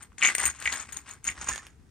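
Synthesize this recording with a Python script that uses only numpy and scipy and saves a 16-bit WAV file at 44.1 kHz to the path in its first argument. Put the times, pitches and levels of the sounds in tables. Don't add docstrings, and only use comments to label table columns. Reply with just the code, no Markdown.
import sys
import numpy as np
from scipy import signal
from scipy.fft import rfft, irfft
from scipy.io import wavfile

SR = 44100
rng = np.random.default_rng(int(sys.argv[2]) if len(sys.argv) > 2 else 0)


def decibels_to_gain(level_db):
    exponent = np.asarray(level_db, float) / 20
    return 10 ** exponent


def store_wav(level_fs):
    pcm = np.round(np.clip(np.atleast_2d(level_fs), -1, 1) * 32767)
    wavfile.write(sys.argv[1], SR, pcm.T.astype(np.int16))


N = 83790
T = np.arange(N) / SR


def evened(x):
    return x / np.sqrt(np.mean(x ** 2) + 1e-20)


def read(points, hz):
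    f, value = np.transpose(points)
    return np.interp(np.log(hz + 1), np.log(f + 1), value)


def coloured(x, table):
    return irfft(rfft(x) * decibels_to_gain(read(table, np.fft.rfftfreq(N, 1 / SR))), N)


def hiss(table, same):
    a, b = rng.standard_normal((2, N))
    other = same * a + np.sqrt(1 - min(same, 1) ** 2) * b
    return evened(coloured(np.array([a, other]), table))


def decay(t, t60):
    return decibels_to_gain(-60 * t / t60)


def ring(hz, t60, count=4000):
    t = np.arange(count) / SR
    rise_s = .0003
    return (1 - np.exp(-t / rise_s)) * decay(t, t60) * np.sin(2 * np.pi * hz * t)


def train(times, sizes):
    out = np.zeros(N)
    at = np.round(np.asarray(times) * SR).astype(int)
    np.add.at(out, np.clip(at, 0, N - 1), sizes)
    return out


# hz, level_db
ROOM_SPECTRUM = [(300, -15.5), (800, -0.5), (3000, -13.5), (9000, -14.5), (12000, -22), (16000, -30)]


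def room():
    return decibels_to_gain(-70) * hiss(ROOM_SPECTRUM, same=0.13)


# hz, level_db
GRIP_SPECTRUM = [(20, -16), (40, -6.5), (65, 4.5), (130, -5.5), (340, -13.5), (450, -17), (900, -71.5)]
# centre_s, level_db
GRIP_SHIFTS = [
    (.464, -47),
    (.682, -51),
    (.942, -57),
    (1.3, -48.5),
    (1.415, -50.5),
    (1.514, -43.5),
    (1.83, -56.5),
]


def hands():
    shift_s, thump_hz, steady_db, rustle_db = 0.025, 66.6, -57.5, -5.5
    swells = np.zeros(N)
    for s, db in GRIP_SHIFTS:
        swells += decibels_to_gain(db) * np.exp(-.5 * ((T - s) / shift_s) ** 2)
    thump = swells * np.sin(2 * np.pi * thump_hz * T)
    rumble = (decibels_to_gain(steady_db) + decibels_to_gain(rustle_db) * swells) * hiss(GRIP_SPECTRUM, same=0.72)
    return (rumble + thump) * decibels_to_gain([[1], [-1]])


# start_s, length_s, rattle_db, glass_share_db, pitch_hz
HEAP_SLIDES = [(-.01, 0.082, -51.5, -19, 1226), (0.176, 0.016, -57, 11, 2070),
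               (0.202, 0.15, -29.5, -7, 2110), (0.371, 0.15, -33, 0, 1493), (0.535, 0.038, -48, 1.5, 1540),
               (0.571, 0.25, -41.5, -4, 1820), (0.701, 0.16, -37, -5.5, 1410), (0.878, 0.04, -48, -4, 1720),
               (0.899, 0.13, -47.5, 1.5, 1580), (1.048, 0.13, -45, -13.5, 1344),
               (1.239, 0.095, -41.5, 5, 1670), (1.336, 0.13, -45.5, -4, 1310),
               (1.403, 0.062, -40, 0.5, 1450), (1.449, 0.15, -37.5, 0, 1545), (1.589, 0.14, -53, -6, 1517)]


def heap():
    swell_share, edge_db, still_db = 0.32, -15.5, -72
    start, length, db, glass_db, hz = np.transpose(HEAP_SLIDES)[:, :, None]
    u = (T - start) / length
    away = np.where(u < swell_share, 1 - u / swell_share, (u - swell_share) / (1 - swell_share))
    power = decibels_to_gain(2 * (db + edge_db * np.minimum(away, 4) ** 2))
    still = decibels_to_gain(2 * still_db)
    total = power.sum(axis=0) + still
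    pitch = ((power * hz).sum(axis=0) + still * hz.mean()) / total
    glass_power = (power * decibels_to_gain(2 * glass_db)).sum(axis=0)
    return np.sqrt(total), np.sqrt(glass_power), pitch


def chance(per_s, spread_db):
    gap, strength, sign, luck = rng.random((3000, 4)).T
    times = np.cumsum(-np.log(1 - gap)) / per_s
    keep = times < T[-1]
    sizes = decibels_to_gain(spread_db * np.minimum(-np.log(1 - strength), 3.0)) * np.sign(sign - .5)
    return times[keep], sizes[keep], (2 * luck - 1)[keep]


def rattle():
    low_gain, glass_gain, pitch = heap()

    knock_per_s, knock_t60, pitch_spread = 1000, 0.0088, 0.26
    s, size, luck = chance(knock_per_s, spread_db=3.5)
    at = (s * SR).astype(int)
    scale = np.sqrt(np.mean(size ** 2) * knock_per_s * knock_t60 / 20)
    hz = pitch[at] * np.exp(2 * pitch_spread * luck)
    low = knocks(s, size * low_gain[at] / scale, hz, tick_db=2.5, note_t60=knock_t60)

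    clink_per_s = 500
    s, size, luck = chance(clink_per_s, spread_db=6.5)
    scale = np.sqrt(np.mean(size ** 2) * clink_per_s / 700)
    size = size * glass_gain[(s * SR).astype(int)] / scale
    return low + clinks(s, size * decibels_to_gain(3.7 * luck), size * decibels_to_gain(-3.5 - 3.5 * luck), tick_db=4)


# hz, level_db
CONTACT_SPECTRUM = [(150, 2.5), (500, -9.5), (1200, 4), (2200, 6.5), (4500, -3), (8000, 4), (12000, -13.5)]


def tick(clicks):
    scrape_t60 = .004
    half = np.log(decibels_to_gain(read(CONTACT_SPECTRUM, np.fft.rfftfreq(1024, 1 / SR))))
    whole = np.r_[half, half[-2:0:-1]]
    shape = np.fft.ifft(np.exp(np.conj(signal.hilbert(whole)))).real[:512]
    kind, out = rng.integers(0, 12, size=N), np.zeros(N)
    for k, grit in enumerate(rng.standard_normal((12, 256))):
        contact = np.convolve(shape, grit * decay(np.arange(256) / SR, scrape_t60))
        out += signal.oaconvolve(clicks * (kind == k), contact / abs(contact).max())[:N]
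    return out


# hz, level_db, t60_s
BOTTLE_MODES = [(1669, -17.5, 0.077), (1780, -33, 0.17), (2015, -8, 0.081), (2240, -10.5, 0.039),
                (2398, -0.5, 0.013), (2713, 7, 0.0091)]


def knocks(times, sizes, pitches, tick_db, note_t60):
    rise_s, modes_db, reach, count = .0008, -14, 0.23, 2400
    out = decibels_to_gain(tick_db) * tick(train(times, sizes))
    onset = 1 - np.exp(-np.arange(count) / SR / rise_s)
    for s, size, hz in zip(times, sizes, pitches):
        part = out[round(s * SR):][:count]
        part += (size * onset * ring(hz, note_t60, count))[:len(part)]
    luck = np.sign(rng.standard_normal((len(times), len(BOTTLE_MODES))))
    for k, (hz, db, t60) in enumerate(BOTTLE_MODES):
        near = np.exp(-.5 * (np.log(pitches / hz) / reach) ** 2) * (1 + .5 * luck[:, k])
        out += signal.oaconvolve(train(times, sizes * near), decibels_to_gain(db + modes_db) * ring(hz, t60))[:N]
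    return out


PILL_KNOCKS = [(0.2186, -16, 2570), (0.225, -7.5, 2300), (0.227, -13.5, 2120), (0.232, -10, 2310),
               (0.234, -16, 1910), (0.2392, -16, 2600), (0.243, -8.5, 2290), (0.2493, -3, 2275),
               (0.2571, -7.5, 2100), (0.2597, -28.5, 2240), (0.2647, -10, 2330), (0.2746, -18.5, 2550),
               (0.2809, -22, 2300), (0.2859, -20, 2460), (0.288, -10.5, 2040), (0.3003, -13.5, 2080),
               (0.3512, -15.5, 2120), (0.3815, -32, 2080), (0.388, -23, 2295), (0.394, -18.5, 1860),
               (0.3979, -19, 1640), (0.4029, -17.5, 2080), (0.412, -30.5, 1910), (0.417, -29, 2330),
               (0.431, -24, 1850), (0.436, -20, 1610), (0.4409, -28, 1970), (0.444, -42, 2040),
               (0.4478, -24, 1850), (0.4529, -22.5, 1660), (0.4603, -34, 2030), (0.4651, -25.5, 1680),
               (0.4747, -24, 1660), (0.4817, -25.5, 2010), (0.489, -20, 1530), (0.4993, -25.5, 2120),
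               (0.6564, -14.5, 2250), (0.6595, -13, 2120), (0.662, -18.5, 1790), (0.675, -9, 2240),
                  (0.6988, -23, 2090), (0.738, -21, 1710), (0.756, -22, 1790), (0.8898, -32, 2160),
                  (1.095, -35, 1580), (1.289, -15.5, 2240), (1.2983, -22, 2050), (1.5036, -30, 2440),
               (.008, -36.5, 1400),
    (.1196, -45, 1120),
    (0.1296, -45.5, 1410),
    (.6163, -26, 1660),
    (1.3201, -31, 2140),
    (1.38, -34, 1390),
    (1.4717, -24, 1100),
    (1.621, -36, 1280),
]


def pill_knocks():
    s, db, hz = np.transpose(PILL_KNOCKS)
    return knocks(s, decibels_to_gain(db + 4), hz, tick_db=-11, note_t60=0.0083)


# hz; then level_db, t60_s
LOWER_GLASS_HZ = [6590, 6700, 6775, 6860]
LOWER_GLASS = [(-4.5, 0.016), (-2, 0.026), (-2.5, 0.022), (-4.5, 0.016)]
# hz; then level_db, t60_s
UPPER_GLASS_HZ = [8560, 8655, 8735, 9880, 13520, 13620]
UPPER_GLASS = [(-12, .025), (-1.5, .035), (-5.5, .035), (-16.5, .03), (12, 0.066), (1, .03)]


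def clinks(times, lower, upper, tick_db):
    gripped_s, gripped_t60_share = 1.3, 0.49
    out = decibels_to_gain(tick_db) * tick(train(times, np.hypot(lower, upper)))
    modes = LOWER_GLASS + UPPER_GLASS
    luck, side = rng.uniform(.5, 1, (len(times), len(modes), 2)).T
    for k, (hz, (db, t60)) in enumerate(zip(LOWER_GLASS_HZ + UPPER_GLASS_HZ, modes)):
        struck = lower if k < len(LOWER_GLASS) else upper
        size = struck * luck[k] * np.sign(side[k] - .65)
        for held, share in ((times < gripped_s, 1), (times >= gripped_s, gripped_t60_share)):
            out += signal.oaconvolve(train(times, size * held), decibels_to_gain(db) * ring(hz, t60 * share))[:N]
    return out


# start_s, lower_modes_db, upper_modes_db
GLASS_CLINKS = [(0.024, -40, -34.5), (0.0291, -44, -31.5), (0.1917, -28, -49.5), (0.2279, -14, -44.5),
                (0.2356, -14, -31), (0.2441, -23.5, -48.5), (0.2528, -9, -28.5), (0.256, -17.5, -22),
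                (0.2628, -16, -41), (0.2732, -13, -30.5), (0.2811, -16.5, -32.5), (0.3501, -20, -16),
                (0.3815, -18, -16.5), (0.396, -30.5, -24), (0.3994, -33, -16.5), (0.4129, -22, -22.5),
                (0.4314, -24, -21), (0.4407, -18, -20), (0.4487, -26, -49), (0.454, -17, -9.5),
                (0.4614, -10.5, -22.5), (0.4688, -38, -16.5), (0.4785, -21, -18.5), (0.4997, -23, -53.5),
                (0.5873, -34, -55), (0.6, -34.5, -34), (0.6236, -30.5, -44),
                (0.6411, -33, -41), (0.6483, -38, -32), (0.6562, -34, -41), (0.6637, -23.5, -43),
                  (0.6763, -30.5, -51), (0.69, -28, -54), (0.7034, -29, -52), (0.7254, -19.5, -32),
                  (0.7311, -23.5, -42), (0.7336, -30, -47), (0.7376, -29, -27.5), (0.7461, -34, -34),
                  (0.7519, -28, -32), (0.7574, -27, -54), (0.7791, -33, -35), (0.7995, -25.5, -45),
                  (0.8085, -34, -50), (0.8245, -30, -37.5), (0.9235, -25, -26), (0.9309, -27.5, -43),
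                  (0.9422, -41, -31), (0.9658, -27, -33), (0.9704, -27, -28), (1.0897, -38, -37.5),
                  (1.1048, -37, -58), (1.1105, -28, -36), (1.1354, -42, -39.5), (1.2425, -32.5, -29.5),
                  (1.2508, -25, -34), (1.2749, -21, -46), (1.2784, -15.5, -36), (1.2899, -38, -54),
                  (1.2928, -35, -44), (1.4133, -19.5, -47), (1.4192, -25, -52), (1.4426, -30, -32),
                  (1.4742, -19.5, -37), (1.4853, -20, -23.5), (1.4878, -18, -47), (1.4918, -19.5, -20),
                  (1.4985, -25, -28), (1.503, -30, -45), (1.5061, -41, -52), (1.5091, -52, -34),
                  (1.5142, -29, -42), (1.5336, -33.5, -36), (1.5598, -25, -40), (1.5786, -29.5, -37)]


def glass_clinks():
    s, lower_db, upper_db = np.transpose(GLASS_CLINKS)
    return clinks(s, decibels_to_gain(lower_db + 2.5), decibels_to_gain(upper_db + 2.5), tick_db=-6.5)


# start_s, level_db, pitch_hz
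NECK_NOTES = [
    (0.2738, -19, 2240),
    (.6765, -21, 1975),
    (1.49, -33, 1029),
    (1.5139, -28, 1780),
    (1.539, -30, 1762),
    (1.592, -38, 1782),
]


def neck_notes():
    s, db, hz = np.transpose(NECK_NOTES)
    return knocks(s, decibels_to_gain(db), hz, tick_db=-11, note_t60=.075)


# start_s, level_db, top_hz
EDGE_SNAPS = [(0.3516, -13, 15900), (0.3825, -17, 16000), (0.6243, -24.5, 11000), (0.7225, -20.5, 9900),
              (0.7254, -16, 11000), (0.7376, -24, 10900), (0.9706, -27, 9800), (1.4848, -20, 9500),
              (1.4883, -13, 9500), (1.4984, -21.5, 9500), (1.5594, -18.5, 11900), (1.5789, -24, 11900),
              (1.668, -29.5, 13300)]


def snaps():
    snap_t60, softness = 0.0026, 0.29
    out, t = np.zeros(N), np.arange(256) / SR
    for (s, db, top_hz), grit in zip(EDGE_SNAPS, rng.standard_normal((len(EDGE_SNAPS), 256))):
        poles = np.convolve([1, -softness], [1, -.9])
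        burst = signal.lfilter([1, 1, -1, -1], poles, grit * decay(t, snap_t60))
        burst = signal.sosfilt(signal.butter(6, top_hz, fs=SR, output="sos"), burst)
        out[round(s * SR):][:256] += decibels_to_gain(db) * burst / abs(burst).max()
    return out


# hz, level_db
BOTTLE_COLOUR = [(60, -31.5), (250, 1), (9000, -2.5), (10500, -7.5), (12500, -20.5), (14200, -44.5),
                 (16000, -51)]
# time_s, turned_share
BOTTLE_TURN = [
    (1.0, 0),
    (1.3, .45),
    (1.43, .6),
    (1.52, 1),
]
# hz, before_db, after_db
LEFT_LEAN = [(700, 1.5, -3), (1300, 3.5, -2), (2300, 3.5, -1), (4500, 4, 2), (6700, 10, -5), (8650, 7, 3),
             (13500, 2, 0)]
# hz, before_rad, after_rad
LEFT_LEAD = [(1300, .15, .1), (2300, .7, .25), (3500, -.3, -1.0), (5500, 1.7, .5), (6700, 2.5, .3),
             (8650, 5.5, 5.5), (10300, 7.5, 4.5), (13500, 8.0, 8.2)]


def turned(table, hz, turn):
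    table = np.array(table)
    before, after = read(table[:, :2], hz)[:, None], read(table[:, ::2], hz)[:, None]
    return before * (1 - turn) + after * turn


def wall_echoes(x):
    walls_t60, first_s = .1, .002
    t = np.arange(SR // 3) / SR
    tail = rng.standard_normal((2, len(t))) * decay(t, walls_t60) * (t > first_s)
    return signal.fftconvolve(x[None], tail / np.linalg.norm(tail[0]), axes=1)[:, :N]


def microphones(bottle):
    left = coloured(bottle, BOTTLE_COLOUR) + snaps()
    hz, s, z = signal.stft(left, SR, nperseg=256)
    turn = np.interp(s, *np.transpose(BOTTLE_TURN))
    lean_db, lead = turned(LEFT_LEAN, hz, turn), turned(LEFT_LEAD, hz, turn)
    right = signal.istft(z * decibels_to_gain(-lean_db) * np.exp(-1j * lead), SR, nperseg=256)[1][:N]
    direct_db = 2.0 - 3.34 * np.interp(T, *np.transpose(BOTTLE_TURN))
    return decibels_to_gain(direct_db) * np.array([left, right]) + decibels_to_gain(-8.5) * wall_echoes(left)


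def scene():
    bottle = pill_knocks() + neck_notes() + glass_clinks() + rattle()
    return microphones(bottle) + hands() + room()


def roll_off(x):
    return signal.sosfilt(signal.butter(12, 16650, fs=SR, output="sos"), x)


def record(dry):
    lowpass = signal.firwin(255, 16500, window=("kaiser", 9), fs=SR)
    mix = signal.oaconvolve(dry, lowpass[None], "same")
    return roll_off(mix)


dry = scene()
out = record(dry)
store_wav(out)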